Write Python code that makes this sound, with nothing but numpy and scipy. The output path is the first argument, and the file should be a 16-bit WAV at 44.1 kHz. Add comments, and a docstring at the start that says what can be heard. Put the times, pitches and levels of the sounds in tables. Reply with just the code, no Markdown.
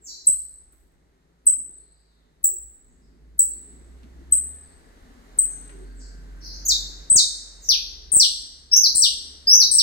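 """From the start, traffic hums, rumbles and hisses outside, swelling and sinking; far birds call as bare echo.
A caged finch in a hard-walled room gives six short chips, near-sine notes falling onto their pitch.
Dull ticks, scrapes (claws and feathers on the perch) and soft noise swells accompany many chips and
some song notes, and some fall between.
From 6.65 s the finch sings gliding whistles to the end; a decaying-noise echo smears every note."""
import sys
import numpy as np
from scipy import signal
from scipy.fft import rfft, irfft, next_fast_len
from scipy.io import wavfile
from scipy.ndimage import uniform_filter1d, minimum_filter1d

SR = 44100
rng = np.random.default_rng(int(sys.argv[2]) if len(sys.argv) > 2 else 0)


def materialize(psi):
    """Save the field psi as 16-bit PCM at rate SR to the path in sys.argv[1].

    A 1-D psi becomes a single channel; in a 2-D psi each row is a channel.
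    """
    bounded = np.clip(np.atleast_2d(psi).T, -1, 1)
    quanta = np.round(bounded * 32767).astype(np.int16)
    wavfile.write(sys.argv[1], SR, quanta)


N = 433062

# finch chips; level applies 3 ms in, partial is the one at 1.5 x pitch:
# start_s, level_db, pitch_hz, left_minus_right_db, octave_db, partial_db, length_s
CHIPS = [(0.268, -11.5, 8048, 2, -41, -25, 0.01), (1.465, -12, 8040, 3, -23.5, -42, 0.012),
         (2.439, -11.5, 7767, 2, -9.5, -34.5, 0.0073), (3.39, -7, 7880, 1.5, -15, -45, 0.0057),
         (4.321, -9.5, 8096, 3, -30.5, -28.5, 0.0077), (5.385, -12.5, 8140, 5.5, -24, -31, 0.0088)]
# thin squeak ahead of a chip, level relative to it: offset_s, pitch_hz, level_db
CHIP_SQUEAK = [(-.01, 9630, -44.5), (-.006, 12460, -33.5), (0, 14500, -48)]
# finch song glides, levels before voice gain; bend > 1 moves fast then settles, < 1 holds then moves:
# start_s, length_s, from_hz, to_hz, bend, start_db, end_db, left_minus_right_db, octave_db
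SONG = [(6.65, 0.022, 7000, 5930, 0.9, -32.5, -22.5, -1, -8.5),
        (6.681, 0.049, 8200, 3637, 1.83, -20, -14.5, 2.5, -16),
        (7.099, 0.051, 7925, 8630, 1.48, -12.5, -17.5, 5, -37),
        (7.152, 0.059, 8900, 3670, 1.84, -14, -15, 1.5, -22),
        (7.687, 0.07, 6210, 2374, 1.35, -13, -19, 3.5, -14.5),
        (8.117, 0.013, 9150, 7400, 0.79, -14.5, -17, 9, -14),
        (8.137, 0.0336, 8850, 6950, 0.48, -11, -14, 2, -16.5),
        (8.196, 0.037, 6370, 4067, 2.6, -9.5, -16.5, 2, -17.5),
        (8.225, 0.032, 4100, 2770, 1.5, -15.5, -17.5, 7, -7),
        (8.713, 0.031, 5030, 5626, 2.2, -29, -4.5, 5, -22.5),
        (8.742, 0.019, 5620, 6300, 1.2, -20, -22, 4.5, -15),
        (8.761, 0.051, 6310, 5956, 1.75, -13, -28, -3, -11.5),
        (8.832, 0.043, 6050, 3995, 2.15, -11.5, -19.5, 2.5, -15.5),
        (8.948, 0.014, 9230, 6900, 0.77, -17.5, -17, 3.5, -16),
        (8.967, 0.04, 8890, 6840, .4, -12.5, -19.5, 3.5, -18),
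        (9.019, 0.055, 6176, 2760, 1.5, -13, -15, 3.5, -16),
        (9.47, 0.087, 4846, 6185, 1.29, -16.5, -8.5, 1, -17),
        (9.598, .046, 6060, 3860, 2.08, -8.5, -21.5, 2.5, -15),
        (9.712, 0.016, 8940, 7290, .6, -11, -22, 9, -14.5),
        (9.736, 0.027, 8650, 7030, 0.27, -14.5, -15, 4.5, -19),
        (9.783, 0.05, 6070, 2640, 1.66, -7, -32.5, -1, -18)]
CHIP_FALL = 0.088  # start above settled pitch, fraction
HIGH_HZ, HIGH_PARTIAL_DB = 8000, -32
ECHO_DB = 2.5  # echo energy over direct sound


def finch():
    """Chips that start high and settle, then gliding song; direct sound plus wall echo."""
    dry = np.zeros((2, N))
    for start_s, level_db, pitch_hz, pan_db, octave_db, partial_db, length_s in CHIPS:
        rows = [(start_s, pitch_hz * (1 + CHIP_FALL), level_db - 17),
                (start_s + 0.003, pitch_hz, level_db),
                (start_s + length_s, pitch_hz * 0.9974, level_db + 6)]
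        add_note(dry, pan_db, octave_db, rows, partial_db=partial_db, edge_s=0.0013,
                 waver=0.0014, air_db=-23.5)
        squeak = np.add(CHIP_SQUEAK, (start_s, 0, level_db))
        add_note(dry, pan_db, -80, squeak, waver=0.031, air_db=-9.0)
    for *note, pan_db, octave_db in SONG:
        from_hz, to_hz = note[2:4]
        # notes that stay high carry the in-between partial, like the chips
        stays_high = from_hz > HIGH_HZ and to_hz > HIGH_HZ * 0.8
        partial_db = HIGH_PARTIAL_DB if stays_high else -80
        add_note(dry, pan_db, octave_db, glide(*note), partial_db=partial_db,
                 edge_s=0.0029, waver=0.0038)
    response = undb(ECHO_DB) * room(rise_s=0.00067)
    response[:, 0] += 1  # direct sound
    return signal.oaconvolve(dry, response, axes=1)[:, :N]


# distant birds, levels before voice gain and echo:
# start_s, length_s, from_hz, to_hz, bend, start_db, end_db, octave_db
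FAR_BIRDS = [(0, 0.059, 7900, 6760, 1.1, -50, -35, -20),
             (0.042, 0.057, 7100, 3720, 1.23, -38.5, -35, -18.5),
             (1.696, 0.28, 4000, 4620, 1.05, -71.5, -72, -54),
             (1.951, 0.24, 4600, 3490, 0.8, -73, -70, -53),
             (2.867, 0.034, 6960, 6750, 1.08, -70, -76, -28.5),
             (3.0, .1, 5200, 3830, 0.95, -65.5, -92, -39), (3.425, .13, 4660, 3470, 0.6, -64, -70, -37),
             (4.603, 0.25, 4510, 4520, 0.96, -67.5, -80, -35),
             (5.465, .06, 6790, 5770, 0.73, -52, -53, -53),
             (5.807, 0.074, 4440, 4470, 0.92, -65.5, -68, -45),
             (5.939, 0.05, 7810, 7680, 0.73, -51.5, -48.5, -30),
             (5.975, 0.04, 7930, 3850, 1.33, -52.5, -45.5, -30),
             (6.392, 0.035, 6400, 3880, 1.0, -49.5, -33.5, -16),
             (6.424, .045, 6530, 3860, 1.31, -33.5, -38, -14),
             (6.469, 0.071, 3884, 6620, 1.22, -40, -41.5, -18),
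             (7.602, 0.045, 7690, 5250, 1.18, -40.5, -36, -12)]
FAR_RISE_S = 0.071


def neighbours():
    """Far birds: glides heard through a slowly rising echo, no direct sound."""
    dry = np.zeros((2, N))
    for *note, octave_db in FAR_BIRDS:
        length_s = note[1]
        add_note(dry, 0, octave_db, glide(*note), edge_s=0.01, waver=0.02 + 0.2 * length_s)
    return signal.oaconvolve(dry, room(rise_s=FAR_RISE_S), axes=1)[:, :N]


# bird voice strength by pitch: pitch_hz, gain_db
VOICE = [(2500, -22), (3300, -8), (3800, -4), (4600, -1.5), (6200, -0.5), (7400, 2.5), (8800, -4)]
LINGER = 1.1  # > 1: each glide leaves its first pitch gently


def glide(start_s, length_s, from_hz, to_hz, bend, start_db, end_db):
    """Rows (s, Hz, dB) of one pitch slide, level weighted by voice strength."""
    x = np.linspace(0, 1, num=24)
    pitch_hz = to_hz * (from_hz / to_hz) ** ((1 - x ** LINGER) ** bend)
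    voice_db = np.interp(pitch_hz, *np.transpose(VOICE))
    level_db = start_db + (end_db - start_db) * x + voice_db
    return np.c_[start_s + length_s * x, pitch_hz, level_db]


OVERTONE_HZ, THIRD_DB = 12080, -9.5  # open beak favours overtones above; third relative to octave


def beak(f):
    """Overtone gain: steep high-pass, zero near the sampling limit."""
    return (f < SR / 2.2) / np.sqrt(1 + (OVERTONE_HZ / f) ** 12)


def add_note(out, pan_db, octave_db, rows, partial_db=-80, edge_s=0.0022, waver=0., air_db=-44):
    """Add a wavering near-sine with faint overtones, a 1.5 x pitch partial and air hiss."""
    row_s, row_hz, row_db = np.transpose(rows)
    i = np.arange(max(int(row_s[0] * SR), 0), min(int(row_s[-1] * SR), N))
    t = i / SR
    wobble = uniform_filter1d(rng.standard_normal(len(i)), size=150)
    wobble = unit(uniform_filter1d(wobble, size=150))
    pitch_hz = uniform_filter1d(np.interp(t, row_s, row_hz), size=90, mode="nearest")
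    pitch_hz = pitch_hz * (1 + waver * wobble)
    phase = 2 * np.pi * (np.cumsum(pitch_hz) / SR + rng.random())
    tone = np.sin(phase)
    tone += undb(octave_db) * beak(2 * pitch_hz) * np.sin(2 * phase)
    tone += undb(octave_db + THIRD_DB) * beak(3 * pitch_hz) * np.sin(3 * phase)
    tone += undb(partial_db) * np.sin(3 * phase / 2)
    highpass = signal.butter(6, OVERTONE_HZ, "high", fs=SR, output="sos")
    tone += undb(air_db) * signal.sosfilt(highpass, rng.standard_normal(len(i)))
    edge = np.clip(np.minimum(t - row_s[0], row_s[-1] - t) / edge_s, 0, 1)
    fade = np.sin(np.pi / 2 * edge) ** 2
    level = undb(np.interp(t, row_s, row_db))
    out[:, i] += np.sqrt(2) * tone * level * fade * sides(pan_db)


# echo decay time to -60 dB by band: band_hz, t60_s
ROOM_T60 = [(2500, 0.87), (5000, 0.86), (8000, 0.71), (12000, 0.64), (16000, 0.36)]
EARLY_DB, EARLY_S = 10.5, 0.058  # nearest walls: strong short cluster on top of the tail


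def room(rise_s):
    """Diffuse echo per ear, energy 1: noise bands dying at their own rates."""
    t = np.arange(SR) / SR
    band_hz, t60_s = np.transpose(ROOM_T60)
    tail = 0
    for k in range(len(band_hz)):
        weights = np.eye(len(band_hz))[k]
        band = coloured(SR, lambda f: np.sqrt(np.abs(np.interp(f, band_hz, weights))), 0.3)
        tail = tail + band * undb(-60 * t / t60_s[k])
    # echoes start uneven, then even out
    steps = np.repeat(rng.standard_normal((2, SR // 60)), 60, axis=1)
    lumps = undb(4 * np.exp(-t / 0.04) * steps)
    early = 1 + undb(EARLY_DB) * np.exp(-t / EARLY_S)
    tail = tail * lumps * early * (1 - np.exp(-t / rise_s))
    return tail / np.sqrt(np.sum(tail ** 2, axis=1, keepdims=True))


# dull low ticks, step level before the low-pass: start_s, level_db, left_minus_right_db
TICKS = [(0.291, -32.5, 17.5), (1.469, -52, 44.5), (2.443, -31.5, 11), (4.041, -53, -12.5),
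         (4.325, -29, 14), (5.382, -32.5, 12), (5.699, -41, 2.5), (7.117, -32.5, 28.5), (7.153, -27, 13),
         (7.161, -21.5, 12.5), (8.136, -30.5, 19), (8.166, -27.5, 27), (8.952, -33, 18.5), (9.034, -34, 15)]
TICK_HZ = 113.3  # sag corner


def ticks():
    """Negative step that sags back through zero, low-passed: a bass-heavy click."""
    steps = np.zeros((2, N))
    for start_s, level_db, pan_db in TICKS:
        steps[:, int(start_s * SR)] = -undb(level_db) * sides(pan_db)[:, 0]
    t = np.arange(SR // 20) / SR
    shape = np.exp(-2 * np.pi * TICK_HZ * t) - 0.12 * np.exp(-t / 0.026)
    clicks = signal.oaconvolve(steps, shape[None], axes=1)[:, :N]
    return signal.sosfilt(signal.butter(2, 1600, fs=SR, output="sos"), clicks)


# claws and feathers on the perch, level before grain and decay: start_s, level_db, centre_hz, decay_s
SCRAPES = [(.275, -61, 2520, 0.029), (0.722, -74, 1500, 0.062), (0.721, -66.5, 11860, 0.097),
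           (1.467, -62, 3520, 0.021), (2.445, -64.5, 2470, 0.072), (3.389, -73, 4025, .02),
           (4.03, -61.5, 2720, 0.016), (5.386, -55, 4000, 0.017), (5.693, -57, 1830, 0.059)]


def scrapes():
    """Broad noise bursts, stepped in level for grain, decaying exponentially."""
    out = np.zeros((2, N))
    t = np.arange(SR // 4) / SR
    for start_s, level_db, centre_hz, decay_s in SCRAPES:
        burst = unit(coloured(len(t), lambda f: 1 / (1 + (f / centre_hz - centre_hz / f) ** 2), 0.099))
        grain = undb(4 * np.repeat(rng.standard_normal(SR // 420), 105))
        first = int(start_s * SR)
        out[:, first:first + len(t)] += undb(level_db) * burst * grain * np.exp(-t / decay_s)
    return out


# soft swells from cage or street, level before envelope, length is its time scale:
# start_s, centre_hz, level_db, length_s
SWELLS = [(0.268, 58, -55.5, 0.33), (1.445, 55, -62, .25), (1.453, 280, -54, 0.07), (2.439, 54, -53, .35),
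          (2.47, 384, -56.5, 0.16), (2.8, 190, -68, 0.31), (4.02, 246, -51, 0.081),
          (4.998, 252.2, -55.5, 0.29), (5.7, 370.3, -48.5, 0.22), (8.14, 294, -50.5, 0.1),
          (4.0, 1730, -69.5, 2.32), (5.213, 1563, -63.5, 2.8), (3.36, 600, -72.5, 0.29)]


def swells():
    """Narrow noise bands that rise fast and fade."""
    out = np.zeros((2, N))
    for start_s, centre_hz, level_db, length_s in SWELLS:
        n = int(1.2 * length_s * SR)
        x = np.arange(n) / SR / length_s
        band = unit(coloured(n, lambda f: 1 / (1 + ((f - centre_hz) / (0.085 * centre_hz)) ** 2), 0.8))
        envelope = 5 * x * np.exp(-(2 * x) ** 2)
        first = int(start_s * SR)
        out[:, first:first + n] += undb(level_db) * band * envelope * sides(1.4)
    return out


# traffic noise levels: time_s, rumble_db, hiss_db
STREET = [(0.0, -65, -69.5), (1.39, -69, -71), (1.67, -61.5, -69), (2.0, -70.5, -71), (3.36, -60.5, -68.5),
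          (3.69, -56, -62.5), (4.92, -60, -59.5), (5.63, -55, -55.5), (6.02, -56.5, -61), (6.76, -54, -56),
          (7.38, -61.5, -59.5), (8.81, -63, -66.5), (9.05, -60.5, -62), (9.82, -56.5, -60.5)]
# low room resonances, relative level before flare: centre_hz, width_hz, level_db
RUMBLE = [(110, 13, -2), (166, 44, 4), (249.4, 61, 3), (304, 100, 0), (400.7, 87, 0)]
# hiss spectrum, relative, cut below 200 Hz: freq_hz, density_db_per_hz
HISS = [(260, -33.5), (450, -5.5), (1010, -12), (1500, -12.5), (2000, -12.5), (2350, -19.5), (3280, -21.5),
        (3930, -18.5), (5220, -23.5), (7930, -23), (9070, -28), (12600, -30.5), (16000, -41.5)]
# engines outside, level before wander: time_s, hum_hz, level_db
ENGINE_REVVING = [(0.0, 59.86, -67), (0.96, 55.1, -68), (1.16, 59.4, -76.5), (1.52, 54.27, -59),
                  (2.37, 53.1, -67), (2.59, 52.4, -54.5), (2.78, 53.2, -71), (3.29, 54.9, -47.5),
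                  (3.64, 58.4, -53.5), (4.31, 64, -43.5), (4.59, 73.6, -49), (4.78, 73.9, -62),
                  (4.91, 81.1, -62), (5.25, 88.4, -68)]
# same columns: time_s, hum_hz, level_db
ENGINE_IDLING = [(5.1, 43.46, -65), (5.45, 45.76, -46.5), (5.89, 47.46, -41), (6.76, 47.4, -38.5),
                 (7.23, 46.84, -52.5), (8.12, 41.5, -48.5), (8.43, 40, -59), (8.9, 35.1, -57),
                 (9.3, 35.5, -60)]
# same columns: time_s, hum_hz, level_db
ENGINE_LATE = [(7.6, 60.15, -59), (8.12, 63.4, -48.5), (8.43, 61.4, -58.5), (8.87, 71.9, -59),
               (9.49, 70.2, -52.5), (9.82, 75.3, -56)]
THUD_DB = 1.5  # noise near 50 Hz, relative to rumble


def street():
    """Engine hums, noise in the room's low resonances, thud noise and broad hiss."""
    rumble_db, hiss_db = along(STREET, 1), along(STREET, 2)
    engines = hum(ENGINE_REVVING) + hum(ENGINE_IDLING) + hum(ENGINE_LATE)
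    thud = unit(coloured(N, lambda f: 1 / (1 + ((f - 50) / 20) ** 2), 0.75)) * undb(3 * walk(3.8))
    rumble = 0
    for centre_hz, width_hz, level_db in RUMBLE:
        flare_db = 3 * walk(5)  # independent per resonance
        band = coloured(N, lambda f: 1 / np.sqrt(1 + (2 * (f - centre_hz) / width_hz) ** 4), 1.0)
        rumble = rumble + undb(level_db + flare_db) * band
    rumble = unit(rumble) * sides(1.9)
    freq_hz, density_db = np.transpose(HISS)
    spectrum = lambda f: undb(np.interp(np.log(f), np.log(freq_hz), density_db)) * (f > 200)
    hiss = unit(coloured(N, spectrum, 0.25))
    return engines + undb(rumble_db) * (rumble + undb(THUD_DB) * thud) + undb(hiss_db) * hiss


def hum(engine):
    """Firing tone with faint third harmonic and wandering level; silent outside its table."""
    t = np.arange(N) / SR
    lead_rad = np.array([[0.3], [0]])
    phase = 2 * np.pi * np.cumsum(along(engine, 1)) / SR + lead_rad
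    active = 1. * (t >= engine[0][0]) * (t <= engine[-1][0])
    gate = uniform_filter1d(active, size=8000, mode="nearest")
    level = undb(along(engine, 2) + 1.5 * walk(4.1))
    tone = np.sin(phase) + undb(-22) * np.sin(3 * phase)
    return np.sqrt(2) * gate * level * tone * sides(-1.5)


def along(table, column):
    """Time-table column interpolated to every sample."""
    return np.interp(np.arange(N) / SR, np.array(table)[:, 0], np.array(table)[:, column])


def walk(rate_hz):
    """Random values at rate_hz joined by straight lines."""
    return np.interp(np.arange(N) * rate_hz / SR, np.arange(N // 100), rng.standard_normal(N // 100))


def coloured(n, gain, alike):
    """Stereo noise shaped by gain(Hz); alike is the left-right correlation."""
    m = next_fast_len(n, real=True)
    freq_hz = np.arange(m // 2 + 1) * SR / m + 1  # +1 avoids zero
    mid, side = irfft(rfft(rng.standard_normal((2, m))) * gain(freq_hz), m)[:, :n]
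    c = np.clip(alike, 0, 1)
    return np.sqrt((1 + c) / 2) * mid + np.sqrt((1 - c) / 2) * side * np.array([[1], [-1]])


def undb(db):
    """Decibels to amplitude."""
    return 10 ** (np.asarray(db) / 20)


def unit(x):
    """Scale to rms 1."""
    return x / np.sqrt(np.mean(x ** 2))


def sides(pan_db):
    """Left and right gains as a column, from left minus right dB."""
    return undb(np.array([[pan_db / 2], [-pan_db / 2]]))


def scene():
    """Sum of all sources."""
    return finch() + neighbours() + ticks() + scrapes() + swells() + street()


LEFT_LEAD_S, TOP_HZ = 0.00046, 15900


def record(dry):
    """Left microphone hears all sooner; fast limiter holds peaks, then a steep low-pass."""
    lag = max(int(LEFT_LEAD_S * SR), 1)
    pair = np.array([dry[0], np.r_[np.zeros(lag), dry[1, :-lag]]])
    needed_gain = np.minimum(1, 0.96 / (np.abs(pair) + 1e-9))
    headroom = minimum_filter1d(needed_gain, size=133, axis=1)
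    held = pair * uniform_filter1d(headroom, size=133, axis=1)
    return signal.sosfilt(signal.ellip(10, 0.2, 80, TOP_HZ, fs=SR, output="sos"), held)


dry = scene()
out = record(dry)
materialize(out)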